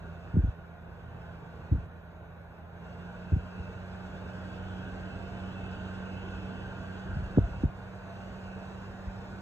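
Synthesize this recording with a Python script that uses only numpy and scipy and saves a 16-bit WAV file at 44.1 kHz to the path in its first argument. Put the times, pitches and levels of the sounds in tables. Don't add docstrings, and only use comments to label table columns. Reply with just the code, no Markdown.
import sys
import numpy as np
from scipy import signal
from scipy.fft import rfft, irfft, next_fast_len
from scipy.io import wavfile
from scipy.ndimage import uniform_filter1d

SR = 44100
rng = np.random.default_rng(int(sys.argv[2]) if len(sys.argv) > 2 else 0)


def master(y):
    cut = np.clip(np.atleast_2d(y).T, -1, 1)
    pcm = np.round(cut * 32767)
    wavfile.write(sys.argv[1], SR, pcm.astype(np.int16))


N = 414981

# frequency in Hz, density in dB per Hz.
DRAUGHT_COLOUR = [(15, -37.5), (30, -10.5), (48, 3), (80, 1.5), (140, -2.5), (210, -5.5), (300, -14.5),
                  (450, -10.5), (800, -21.5), (2000, -89)]
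RUSH_COLOUR = [(100, -16.5), (300, -12), (450, -3), (600, -2.5), (760, -2), (920, -5.5), (1120, -7),
               (1270, -5.5), (1700, -8), (2050, -16.5), (2600, -15), (3100, -23.5), (3900, -24),
               (4700, -48), (9000, -72)]
HISS_COLOUR = [(1000, -15.5), (2200, -4), (2750, 7), (3300, 0), (4200, 1.5), (5100, -1), (5900, -5),
               (6600, -5.5), (7300, -5.5), (8600, -10.5), (9600, -43), (12500, -18.5), (14500, -31)]
# frequency in Hz, density in dB per Hz.
FLOOR_COLOUR = [(100, -3.5), (9500, -19.5), (11200, 14.5), (12600, 13), (14000, 11.5), (15000, -19.5)]
FLOOR_DB = -87.5
# dB at the slow setting, dB gained by the step in speed,
# dB gained in the stream, share of the dips as a factor.
DRAUGHT_LAW = (-49, 1.5, 2.5, 1.2)
RUSH_LAW = (-54, 2.5, 1.5, .5)
HISS_LAW = (-77, 5.5, 2, 1.5)
WHISTLE_LAW = (-60, 0.5, 6, 1.5)
RUSH_FLUTTER_DB, HISS_FLUTTER_DB, WHISTLE_FLUTTER_DB = 0.4, 0.7, 1.1
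# frequency in Hz, width in Hz, lift in dB.
HOUSING_MODES = [(615, 38, 5), (686, 24, 5.5), (811, 34, 3.5), (912, 44, 5), (1043, 32, 6), (1133, 19, 5.5),
                 (3630, 150, 1.5), (4540, 91, 3.5), (5270, 140, 5.5), (6380, 120, 5), (6710, 160, 4.5)]
# frequency in Hz, width in Hz, relative density in dB,
# beaming as a factor on the whistle's swing in level.
GRILLE_MODES = [(286, 99, -5, 3.8), (1449, 59, 5.5, 0.92), (1490, 50, -0.5, .2), (1565, 47, 3, 1.36),
                (1643, 40, -5, 1.3), (1806, 59, -10.5, 1.1), (2440, 31, -18, .1), (2630, 44, -9, 1.7),
                (2747, 32, -13.5, 1.8), (2815, 40, -17, 1.5), (2983, 61, -19, 3), (3280, 460, -21.5, 2.04)]
# crest in seconds, half-length in seconds,
# pitch in Hz, lift in dB.
SWELLS = [(3.25, 0.2, 2700, 7.5), (3.61, 0.15, 2650, 8.5), (3.853, 0.48, 1510, 1), (5.63, 0.14, 2700, 4.5),
          (6.242, 0.17, 2650, 5), (7.16, 0.22, 1500, 4.5), (8.404, 0.56, 2680, 6)]
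SWELL_REACH_HZ = 220
DRIFT = (.003, 1.5)
# rms depth in dB before evening,
# patch width in Hz, patch length in seconds, frequency of full depth in Hz, width of even power in Hz.
RIPPLE = [(2.1, 15, .065, 600, 200), (1.7, 55, .035, 2600, 2500)]
# frequency in Hz, likeness from 0 to 1.
LIKENESS = [(60, 1), (130, 1), (220, 0.8), (350, .95), (750, 0.6), (1030, .5), (1450, 1), (2100, 0),
            (2800, 0.73), (3600, 0.55), (5000, 0.9), (13000, .75)]
# frequency in Hz, phase by which left leads in radians.
NOISE_LEAD = [(35, -.14), (130, -.36), (280, -.3), (550, 0.55), (820, 0.7), (1050, -0.6), (1480, -0.85),
              (1950, -1.5), (2350, -3.5), (3900, -4.5), (4900, -3.5), (7000, 1.5), (9700, -1.5), (11000, 0),
              (14500, 0)]
# frequency in Hz, left minus right in dB.
BALANCE = [(40, -.2), (120, -2.5), (400, -2.8), (700, -2), (1300, 0), (2300, -2), (6000, 0.5)]
# time in seconds, nearness from 0 to 1.
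NEARNESS = [(0, 0.2), (2.3, 0.02), (3.6, 0.28), (4.6, 0.9), (6.5, 0.97), (7.2, 0.7), (8.2, 0.27),
            (9.41, 0.05)]
# start in seconds, hold in seconds, release in seconds,
# depth in dB before each layer's share.
DIPS = [(0.52, 0.31, 0.38, 3), (1.856, 0.85, 0.13, 3.5), (7.647, 0.092, 0.53, 3)]
DIP_FALL_S = 0.016
# multiple of the rotor tone, rms dB at the slow setting before each side's offset,
# dB gained by the step in speed, dB gained in the stream.
ROTOR_PARTIALS = [(1, -48.5, -1, 6), (2, -49, 2.5, 4), (4, -73.5, 3, 6.5)]
ROTOR_DIP_SHARE = 1.15
SLOW_HZ, STEP_HZ, CREEP_HZ_PER_S = 83.9, 8.15, 0.44
SPEED_UP_S, SPIN_UP_S = 2.65, 0.58
# frequency in Hz, rms level in dB, dB gained in the stream.
MAINS_HUM = [(119.3, -55.5, 0), (479.1, -74.5, 8)]
# crest in seconds, peak in dB, pitch at the crest in Hz,
# rise in cycles, fall in cycles, relative skin drag in dB.
THUMPS = [(0.3462, -22, 111, 0.78, 0.92, -6), (0.357, -25, 170, 0.67, 1.6, -6),
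          (0.377, -15, 139.4, 1.7, 0.97, -21), (.388, -16.5, 113, 0.35, 1.9, -6),
          (0.441, -17, 84.5, 0.3, 1.5, -19), (0.4463, -26.5, 220, 0.45, 1.7, -18),
          (0.478, -33, 186, .9, 0.64, -12), (0.49, -21.5, 80, 1.1, 0.72, -22),
          (1.7268, -14, 92, 1.05, 0.85, -9.5), (1.7419, -28, 263, 0.53, 1, -11),
          (1.754, -21, 79, .8, 1.04, -4), (1.789, -31, 115, 1.4, 1.8, -25),
          (3.328, -20, 105, 0.85, 0.47, -1.5), (3.34, -14, 88.6, 0.74, 0.75, -12),
          (3.3704, -22.5, 136, 1.43, 1.7, -21), (3.603, -30.5, 85, 0.7, 1, -25),
          (7.131, -30, 75, 1.2, 1.6, -18), (7.171, -24, 134, .6, 0.95, -15),
          (7.193, -27.5, 84.5, 0.76, 1.4, -27), (7.236, -31.5, 84, 0.79, 2.4, -19),
          (7.3763, -10.5, 260, 0.55, 1.6, -22), (7.3843, -17, 472, 0.89, 2.3, -8),
          (7.3903, -14, 103, 0.46, .45, -12), (7.422, -22.5, 61.6, 1.4, .7, -18),
          (7.442, -23, 63, 0.6, 1, -24), (7.6391, -24, 252, 1.07, 1.1, 0), (7.647, -20, 85, 0.74, 1.1, -20),
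          (7.6597, -18, 99, 1.04, 0.36, -12), (9.078, -30.5, 69.5, 0.62, 1.1, -16)]
# start in seconds, length in seconds, level in dB ahead of the case.
GRIP = (7.03, 0.685, -42.5)
# frequency in Hz, phase by which left leads in radians.
CASE_LEAD = [(35, -.24), (100, -.47), (250, -.63)]
EDGE_HZ = 14250


def amp(db):
    return 10 ** (np.asarray(db) / 20)


def evened(x):
    return x / np.sqrt(np.mean(x ** 2) + 1e-20)


def at_hz(points, hz):
    f, value = np.transpose(points)
    return np.interp(np.log(hz + 1), np.log(f + 1), value)


def colour_gain(colour, hz):
    return amp(at_hz(colour, hz))


def wander(rate_hz, size=4096):
    hz = np.fft.rfftfreq(size, N / SR / size)
    spectrum = rfft(rng.standard_normal(size)) / (1 + (hz / rate_hz) ** 2)
    slow = evened(irfft(spectrum))
    return np.interp(np.arange(N), np.linspace(0, N, size), slow)


def nearness():
    return np.interp(np.arange(N) / SR, *np.transpose(NEARNESS))


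def rotor_hz():
    since = np.maximum(np.arange(N) / SR - SPEED_UP_S, 0)
    return SLOW_HZ + STEP_HZ * (1 - np.exp(-since / SPIN_UP_S)) + CREEP_HZ_PER_S * since


def dips_db():
    t = np.arange(N) / SR
    total = np.zeros(N)
    for start, hold, release, depth_db in DIPS:
        corners = start + np.cumsum([0, DIP_FALL_S, hold, release])
        total -= depth_db * np.interp(t, corners, [0, 1, 1, 0])
    return total


def level(law):
    slow_db, step_db, stream_db, dip_share = law
    speed = (rotor_hz() - SLOW_HZ) / STEP_HZ
    return slow_db + step_db * speed + stream_db * nearness() + dip_share * dips_db()


def stereo_noise(gain_at):
    size = next_fast_len(N, True)
    hz = np.fft.rfftfreq(size, 1 / SR)
    left, other = rng.standard_normal((2, 2 * len(hz))).view(complex)
    same = np.clip(at_hz(LIKENESS, hz), 0, 0.985)
    right = same * left + np.sqrt(1 - same ** 2) * other
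    right = right * np.exp(-1j * at_hz(NOISE_LEAD, hz)) / amp(at_hz(BALANCE, hz))
    pair = irfft(np.array([left, right]) * gain_at(hz), size)[:, :N]
    return pair / pair.mean(0).std()


def housing_gain(hz):
    return amp(sum(db * np.exp(-((hz - f) / width) ** 2) for f, width, db in HOUSING_MODES))


def drifting(pair):
    share, rate_hz = DRIFT
    speed = 1 + share * wander(rate_hz)
    place = np.cumsum(speed / speed.mean()) - 1
    return np.array([np.interp(place, np.arange(N), side) for side in pair])


def airflow(buffet_db=1.4):
    draught = stereo_noise(lambda hz: colour_gain(DRAUGHT_COLOUR, hz))
    draught = draught * amp(level(DRAUGHT_LAW) + buffet_db * wander(rate_hz=18))
    rush = drifting(stereo_noise(lambda hz: colour_gain(RUSH_COLOUR, hz) * housing_gain(hz)))
    rush = rush * amp(level(RUSH_LAW) + RUSH_FLUTTER_DB * wander(rate_hz=10))
    hiss = stereo_noise(lambda hz: colour_gain(HISS_COLOUR, hz) * housing_gain(hz))
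    hiss = hiss * amp(level(HISS_LAW) + HISS_FLUTTER_DB * wander(rate_hz=14))
    return draught + rush + hiss


def swells_db(hz):
    t = np.arange(N) / SR
    total = np.zeros(N)
    for s, half, f, db in SWELLS:
        if abs(hz - f) < 2 * SWELL_REACH_HZ:
            total += db * np.exp(-((hz - f) / SWELL_REACH_HZ) ** 2 - ((t - s) / half) ** 2)
    return total


def whistle():
    whistle_db = level(WHISTLE_LAW)
    swing_db = whistle_db - whistle_db.mean()
    power = sum(amp(db) ** 2 * width for f, width, db, beaming in GRILLE_MODES)
    pair = np.zeros((2, N))
    for f, width, db, beaming in GRILLE_MODES:
        ring = stereo_noise(lambda hz: 1 / (1 + ((hz - f) / width) ** 2)) * np.sqrt(width / power)
        flutter_db = WHISTLE_FLUTTER_DB * wander(rate_hz=16)
        pair += drifting(ring) * amp(db + beaming * swing_db + swells_db(f) + flutter_db)
    return pair * amp(whistle_db.mean())


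def rippled(pair, size=2048):
    overlap = 3 * size // 4
    hz, t, z = signal.stft(pair, SR, nperseg=size, noverlap=overlap)
    for depth_db, width_hz, length_s, full_hz, even_hz in RIPPLE:
        across_hz = signal.windows.gaussian(21, width_hz / hz[1])
        along_time = signal.windows.gaussian(41, length_s / t[1])
        chance = rng.standard_normal(z.shape[1:])
        field = evened(signal.fftconvolve(chance, np.outer(across_hz, along_time), "same"))
        gain = amp(depth_db * np.minimum(hz / full_hz, 1)[:, None] * field)
        z = z * gain / np.sqrt(uniform_filter1d(gain ** 2, round(even_hz / hz[1]), axis=0))
    return signal.istft(z, SR, nperseg=size, noverlap=overlap)[1][:, :N]


def rotor(wobble=0.00063, waver_db=1.1, left_db=-3.5, right_db=-1.0, right_lead=0.36, shade_db=1.0):
    turns = np.cumsum(rotor_hz() * (1 + wobble * wander(rate_hz=2.9))) / SR
    side_lead = np.array([[0], [right_lead]])
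    tone = np.zeros((2, N))
    for multiple, *law in ROTOR_PARTIALS:
        loudness = amp(level((*law, ROTOR_DIP_SHARE)) + waver_db * wander(rate_hz=2.9))
        tone += loudness * np.sin(2 * np.pi * (multiple * turns + rng.random()) + side_lead)
    return np.sqrt(2) * tone * amp([left_db - shade_db * nearness(), np.full(N, right_db)])


def motor(waver_db=3.0):
    t = np.arange(N) / SR
    hum = np.zeros(N)
    for hz, db, stream_db in MAINS_HUM:
        loudness = amp(db + stream_db * nearness() + waver_db * wander(rate_hz=1))
        hum += loudness * np.sin(2 * np.pi * (hz * t + rng.random()))
    return np.sqrt(2) * hum


def background_hiss():
    return amp(FLOOR_DB) * stereo_noise(lambda hz: colour_gain(FLOOR_COLOUR, hz))


def handling(spread=0.5, rub_hz=400):
    bumps, slip = np.zeros((2, N))
    for s, db, hz, rise, fall, drag_db in THUMPS:
        first = max(round(s * SR) - SR // 20, 0)
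        at = np.arange(first, min(round(s * SR) + SR // 2, N))
        stretch = np.maximum(1 + spread * hz * (at / SR - s), 1e-6)
        turns = np.log(stretch) / spread
        swell = amp(db) * np.exp(-(turns / np.where(turns < 0, rise, fall)) ** 2)
        bumps[at] += swell * np.cos(2 * np.pi * turns)
        slip[at] += amp(drag_db) * swell * hz / rub_hz / np.maximum(stretch, 1)
    band = signal.butter(3, [rub_hz / 2, rub_hz * 0.9], "band", fs=SR, output="sos")
    rub = signal.sosfilt(band, rng.standard_normal(N))
    return bumps + slip * evened(rub)


def grip(low_hz=35, high_hz=130, lumpy_db=0.5, fade_s=0.031):
    start, length, db = GRIP
    t = np.arange(N) / SR - start
    held = np.clip(np.minimum(t, length - t) / fade_s, 0, 1)
    band = signal.butter(2, [low_hz, high_hz], "band", fs=SR, output="sos")
    rumble = signal.sosfilt(band, rng.standard_normal(N))
    return held * amp(db + lumpy_db * wander(rate_hz=13)) * evened(rumble)


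def through_case(x, low_hz=37):
    size = next_fast_len(N, True)
    hz = np.fft.rfftfreq(size, 1 / SR)
    spectrum = rfft(x, size) * hz ** 3 / np.sqrt(hz ** 6 + low_hz ** 6)
    half_lead = 0.5 * at_hz(CASE_LEAD, hz) * np.array([[1], [-1]])
    return irfft(spectrum * np.exp(1j * half_lead), size)[:, :N]


def scene():
    air = rippled(airflow() + whistle())
    fan = air + rotor() + motor()
    hand = through_case(handling() + grip())
    return fan + background_hiss() + hand


def record(dry):
    lowpass = signal.firwin(511, EDGE_HZ, window=("kaiser", 9), fs=SR)
    return signal.oaconvolve(dry, lowpass[None], "same")


dry = scene()
out = record(dry)
master(out)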